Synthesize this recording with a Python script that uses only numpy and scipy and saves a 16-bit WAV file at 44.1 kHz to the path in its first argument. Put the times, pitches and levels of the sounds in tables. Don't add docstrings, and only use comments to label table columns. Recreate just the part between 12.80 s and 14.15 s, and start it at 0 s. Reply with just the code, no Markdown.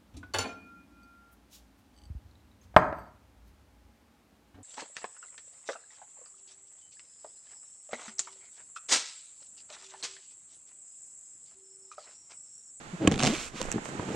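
import sys
import numpy as np
from scipy.fft import rfft, irfft, next_fast_len
from scipy.io import wavfile
from scipy.ndimage import map_coordinates

SR = 44100
rng = np.random.default_rng(int(sys.argv[2]) if len(sys.argv) > 2 else 0)


def dump_mix(stems):
    frames = np.atleast_2d(stems).T
    limited = np.clip(frames, -1, 1)
    pcm = np.round(limited * 32767).astype(np.int16)
    wavfile.write(sys.argv[1], SR, pcm)


N = 59535
SIDE = np.array([[.5], [-.5]])


def amp(db):
    return 10 ** (np.asarray(db) / 20)


def along(points, hz):
    freqs, values = np.transpose(points)
    return np.interp(np.log(hz + 1), np.log(freqs + 1), values)


def curve(points):
    return np.interp(np.arange(N) / SR, *np.transpose(points))


def wobble(rate):
    return map_coordinates(rng.standard_normal(4096), [np.arange(N) * rate / SR], mode="wrap")


def filtered(x, response):
    size = next_fast_len(N + SR // 2)
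    return irfft(rfft(x, size) * response(np.fft.rfftfreq(size, 1 / SR)), size)[..., :N]


# frequency in Hz, left-right correlation.
NEAR_LIKENESS = [(300, 0.99), (1200, 0.76), (3500, 1), (6000, 0.39), (8000, 0.2)]
def noise(colour, likeness=NEAR_LIKENESS):
    def mid_and_side(hz):
        angle = np.arccos(np.clip(along(likeness, hz), -1, 1)) / 2
        return amp(along(colour, hz)) * np.array([np.cos(angle), np.sin(angle)])
    mid, side = filtered(rng.standard_normal((2, N)), mid_and_side)
    stereo = np.array([mid + side, mid - side])
    return stereo / np.sqrt(np.mean(stereo ** 2) + 1e-20)


def since(start):
    return np.maximum(np.arange(N) / SR - start, 0)


def burst(start, rise, t60):
    t = since(start)
    return np.minimum(t / rise, 1) ** 2 * amp(-60 * np.maximum(t - rise, 0) / t60)


def ring(start, modes, scatter_db, detune):
    t, out = since(start), np.zeros(N)
    live = (t > 0) & (t < .15)
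    for k, (hz, db, t60) in enumerate(modes):
        level_draw, pitch_draw = rng.standard_normal(2)
        cycles = hz * (1 + detune * pitch_draw) * t[live]
        swell = 1 - np.exp(-cycles / 0.91)
        decay = amp(db + scatter_db * level_draw - 60 * t[live] / t60)
        out[live] += (-1) ** k * swell * decay * np.sin(2 * np.pi * cycles)
    return out


# start in seconds, boom level in dB, crack level in dB.
BUCKLE_KNOCKS = [(0.2737, -4, -25), (0.2754, -27, -22)]
# frequency in Hz, level in dB, 60 dB decay time in seconds.
BINDING_MODES = [(85, -9.5, 0.09), (183.6, -7.5, 0.079), (300.3, -0.5, 0.052), (413, -17, 0.03),
                 (510, -3.5, 0.016), (723, -16, 0.033), (1110, -12, 0.031), (1665, -14, 0.023),
                 (2310, -4.5, 0.0038), (3060, -6, 0.0064)]
# frequency in Hz, relative level in dB.
SNAP_COLOUR = [(180, -22), (400, -0.5), (730, -4.5), (1000, -3.5), (1900, -8), (2800, -3.5), (4800, -10),
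               (5400, -18), (7000, -8.5), (9300, -19.5), (10500, -42), (15000, -36)]
def buckle_knock():
    boom = sum(amp(db) * ring(s, BINDING_MODES, scatter_db=0.8, detune=0.004)
               for s, db, _ in BUCKLE_KNOCKS)
    crack = sum(amp(db) * burst(s, rise=0.000097, t60=0.02) for s, _, db in BUCKLE_KNOCKS)
    return boom + crack * noise(SNAP_COLOUR)


# start in seconds, relative level in dB.
LADDER_TEETH = [(0.3134, -17), (0.3199, -17.5), (0.3402, -21.5), (0.357, -24), (.377, -23), (0.3896, -19.5),
                (0.3938, -15.5), (0.4022, -17), (.412, -19), (0.4254, -14.5), (0.4328, -9), (0.4405, -11.5),
                (0.4486, -11), (.4548, -15), (0.4606, -14), (.4678, -11), (.4727, -11.5), (0.477, -19.5)]
# frequency in Hz, level in dB, 60 dB decay time in seconds.
PAWL_MODES = [(5420, -1, 0.011), (6330, 0, 0.0079)]
STRAP_MODES = [(140, 4, 0.056), (252.6, 0.5, 0.052), (395, -13, 0.026), (740.5, -6, 0.06)]
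def ratchet():
    rise_s = 0.001713
    pawl_growth = 2.18
    snaps = sum(amp(db - 8) * burst(s, rise_s, t60=0.011) for s, db in LADDER_TEETH)
    pawl = sum(amp(pawl_growth * db + 1) * ring(s + rise_s / 2, PAWL_MODES, scatter_db=-2.5, detune=.016)
               for s, db in LADDER_TEETH)
    thuds = sum(amp(db - 12) * ring(s + rise_s, STRAP_MODES, scatter_db=1, detune=0.046)
                for s, db in LADDER_TEETH)
    return snaps * noise(SNAP_COLOUR) + pawl + thuds


# start in seconds, relative level in dB, clack offset in dB.
PART_TICKS = [(.2751, -13, -14), (.8145, -21, 12), (.8278, -28, -14), (.8422, -34, -12), (.853, -36, -2),
              (.858, -34, -14), (.916, -16.5, -12), (.9245, -21.5, -2), (1.0555, -38, 18)]
# frequency in Hz, level in dB, 60 dB decay time in seconds.
METAL_MODES = [(1680, -4, 0.0067), (2600, -2, 0.0065), (5760, 0, 0.006), (6700, 0, 0.005),
               (7690, 5, 0.0055), (12100, -25, 0.007)]
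# frequency in Hz, relative level in dB.
PLASTIC_COLOUR = [(150, -2), (500, 3.5), (900, 5), (1900, -3), (3600, -3.5), (7500, -10), (11000, -28),
                  (16000, -55)]
def buckle_ticks():
    metal = sum(amp(db - 6.5) * ring(s + 0.000447, METAL_MODES, scatter_db=1, detune=0.013)
                for s, db, _ in PART_TICKS)
    clack = sum(amp(db + clack_db - 12.5) * burst(s, rise=0.00094, t60=0.0096)
                for s, db, clack_db in PART_TICKS)
    return (metal + clack * noise(PLASTIC_COLOUR)) * amp([[-2.5], [1.5]])


# start and length in seconds, first and last slip rate in Hz, level in dB.
ZIP_CREAKS = [(0.127, 0.034, 195.4, 166, -36), (.2, 0.069, 333.5, 289, -34.5),
              (0.477, 0.0444, 216.7, 226.5, -29.5), (0.517, 0.033, 242, 356, -32.5),
              (.799, .018, 487, 503, -33)]
def zip_creak():
    jitter, octave_fall_db, fade_s = 0.047, -12, 0.011
    out = np.zeros(N)
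    for start, length, first_hz, last_hz, db in ZIP_CREAKS:
        t = since(start)
        slip_hz = np.interp(t, [0, length], [first_hz, last_hz]) * (1 + jitter * wobble(250))
        phase = 2 * np.pi * np.cumsum(slip_hz * (t > 0)) / SR
        tone = sum(amp(octave_fall_db * np.log2(k)) * np.sin(k * phase) for k in range(1, 6))
        fade = np.clip(np.minimum(t, length - t) / fade_s, 0, 1)
        out += np.sqrt(2) * tone * amp(db + 0.45 * wobble(200)) * fade
    return out


# time in seconds, level in dB.
RUB_LEVELS = [(0, -53.5), (.18, -53), (.225, -33.5), (.3, -32.5), (.38, -44), (.45, -30), (.5, -35.5),
              (.555, -44), (.69, -56), (.76, -48), (.92, -48), (.97, -42.5), (1.025, -52), (1.1, -47.5),
              (1.21, -37), (1.255, -43.5), (1.3, -38)]
# start in seconds, relative level in dB, scuff offset in dB.
JACKET_BUMPS = [(0.248, -15.5, -15), (0.315, -15.5, -23), (.333, -19, -23), (.362, -24.5, -17),
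                (0.814, -29.5, -1), (0.851, -43, 7.5), (.883, -43.5, 12), (0.94, -22, -35),
                (.957, -16, -39), (0.98, -30, 3.5), (1.0545, -41, 8), (1.087, -30.5, -8), (1.194, -26, 0.5),
                (1.285, -31, -2), (1.303, -22.5, -13), (1.344, -27, -4)]
# frequency in Hz, level in dB, 60 dB decay time in seconds.
PADDING_MODES = [(102, -6.5, 0.11), (195, 4.5, 0.058), (308.6, -2.5, 0.048), (447, -5, 0.048)]
# frequency in Hz, relative level in dB.
RUB_COLOUR = [(25, -36), (70, -13.5), (130, 1.5), (200, 1.5), (330, 0), (550, -7), (1200, -22), (2500, -25),
              (6000, -38), (12000, -78)]
SCUFF_COLOUR = [(150, -2), (500, 8.5), (1200, -3.5), (2500, -17.5), (6000, -61), (15000, -67)]
def jacket():
    rub = amp(curve(RUB_LEVELS) + 2 * wobble(90.14)) * noise(RUB_COLOUR)
    bumps = sum(amp(db - 3.5) * ring(s, PADDING_MODES, scatter_db=0.8, detune=0.05)
                for s, db, _ in JACKET_BUMPS)
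    scuffs = sum(amp(db + scuff_db - 1) * burst(s, rise=0.002, t60=0.03)
                 for s, db, scuff_db in JACKET_BUMPS)
    return rub + bumps + scuffs * noise(SCUFF_COLOUR)


# time in seconds, level in dB.
SWISH_LEVELS = [(.18, -63.5), (.24, -55), (.308, -57), (.326, -40.5), (.37, -54), (.41, -40), (.47, -34.5),
                (.5, -36), (.565, -38.5), (.61, -39), (.675, -45.5), (.712, -63), (.78, -42.5), (.825, -45),
                (.89, -58.5), (1.02, -75), (1.33, -51)]
# middle and half width in seconds, level in dB.
NYLON_SKIMS = [(0.636, 0.052, -45), (1.055, 0.012, -50), (1.09, 0.014, -49.5)]
# frequency in Hz, relative level in dB.
SWISH_COLOUR = [(180, -36), (500, -7.5), (900, -9), (1100, -1), (1800, -7), (2400, -1.5), (4800, -8.5),
                (7300, -7), (9300, -17), (10500, -32.5), (15000, -28.5)]
SKIM_COLOUR = [(1000, -28), (5500, -8), (7700, 1), (10200, -19), (15000, -31)]
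def sleeve():
    grain = amp(1.4 * wobble(600) + 0.8 * wobble(45.1))
    swish = amp(curve(SWISH_LEVELS)) * noise(SWISH_COLOUR)
    skims = sum(amp(db) * np.exp(-((since(0) - s) / width) ** 2) for s, width, db in NYLON_SKIMS)
    return grain * (swish + skims * noise(SKIM_COLOUR))


# time in seconds, level in dB.
HISS_LEVELS = [(0, -51), (.17, -50), (.68, -53), (.714, -55), (.76, -52.5), (.92, -43), (.975, -48),
               (1.06, -46)]
# frequency in Hz, left-right correlation.
HISS_LIKENESS = [(200, 0.5), (1500, 0.53), (7000, 0.17), (12000, 0.15)]
# start in seconds, level in dB, 60 dB decay time in seconds.
MIC_PUFFS = [(0.278, -45, 0.45), (.33, -40, 0.22), (.45, -40.5, 0.61), (.8, -42.5, 0.34),
             (0.873, -45, 0.15)]
# frequency in Hz, relative level in dB.
HISS_COLOUR = [(59, -16), (130, 5), (250, -3.5), (850, 3), (1700, 1), (5500, -14.5), (7400, -4),
               (9600, -21), (15000, -51)]
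BUFFET_COLOUR = [(25, -5.5), (70, -9.5), (110, -33), (1500, -75)]
def hiss_and_puffs():
    hiss_pan_db, puff_pan_db, left_lag_s, floor_db = -8, -4, 0.000305, -61
    hiss = noise(HISS_COLOUR, HISS_LIKENESS)
    hiss = filtered(hiss, lambda hz: np.exp(-2j * np.pi * hz * left_lag_s * SIDE))
    hiss *= amp(curve(HISS_LEVELS) + hiss_pan_db * SIDE)
    puffs = amp(floor_db) + sum(amp(db) * burst(s, rise=0.01, t60=t60) for s, db, t60 in MIC_PUFFS)
    buffet = noise(BUFFET_COLOUR, likeness=[(30, 0.18), (90, 0.56)])
    return hiss + puffs * amp(puff_pan_db * SIDE) * buffet


# frequency in Hz, left minus right in dB.
GEAR_PAN = [(200, 0.5), (500, -2), (1200, -6), (2500, -4.5), (5500, -1), (8000, -7), (12000, -2)]
# frequency in Hz, lead of the left channel in radians.
GEAR_PHASE = [(500, 0), (1200, 0.87), (3500, -0.52), (6500, 0.9), (8500, 1.26)]
def scene():
    def placement(hz):
        return amp(SIDE * along(GEAR_PAN, hz)) * np.exp(1j * SIDE * along(GEAR_PHASE, hz))
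    gear = buckle_knock() + ratchet() + buckle_ticks() + zip_creak() + jacket() + sleeve()
    return filtered(gear, placement) + hiss_and_puffs()


def record(dry):
    treble = [(8500, 1), (10500, -2.5), (12200, 3.5), (15000, -11)]
    top_hz = 15800
    return filtered(dry, lambda hz: amp(along(treble, hz)) * (hz < top_hz))


dry = scene()
out = record(dry)
dump_mix(out)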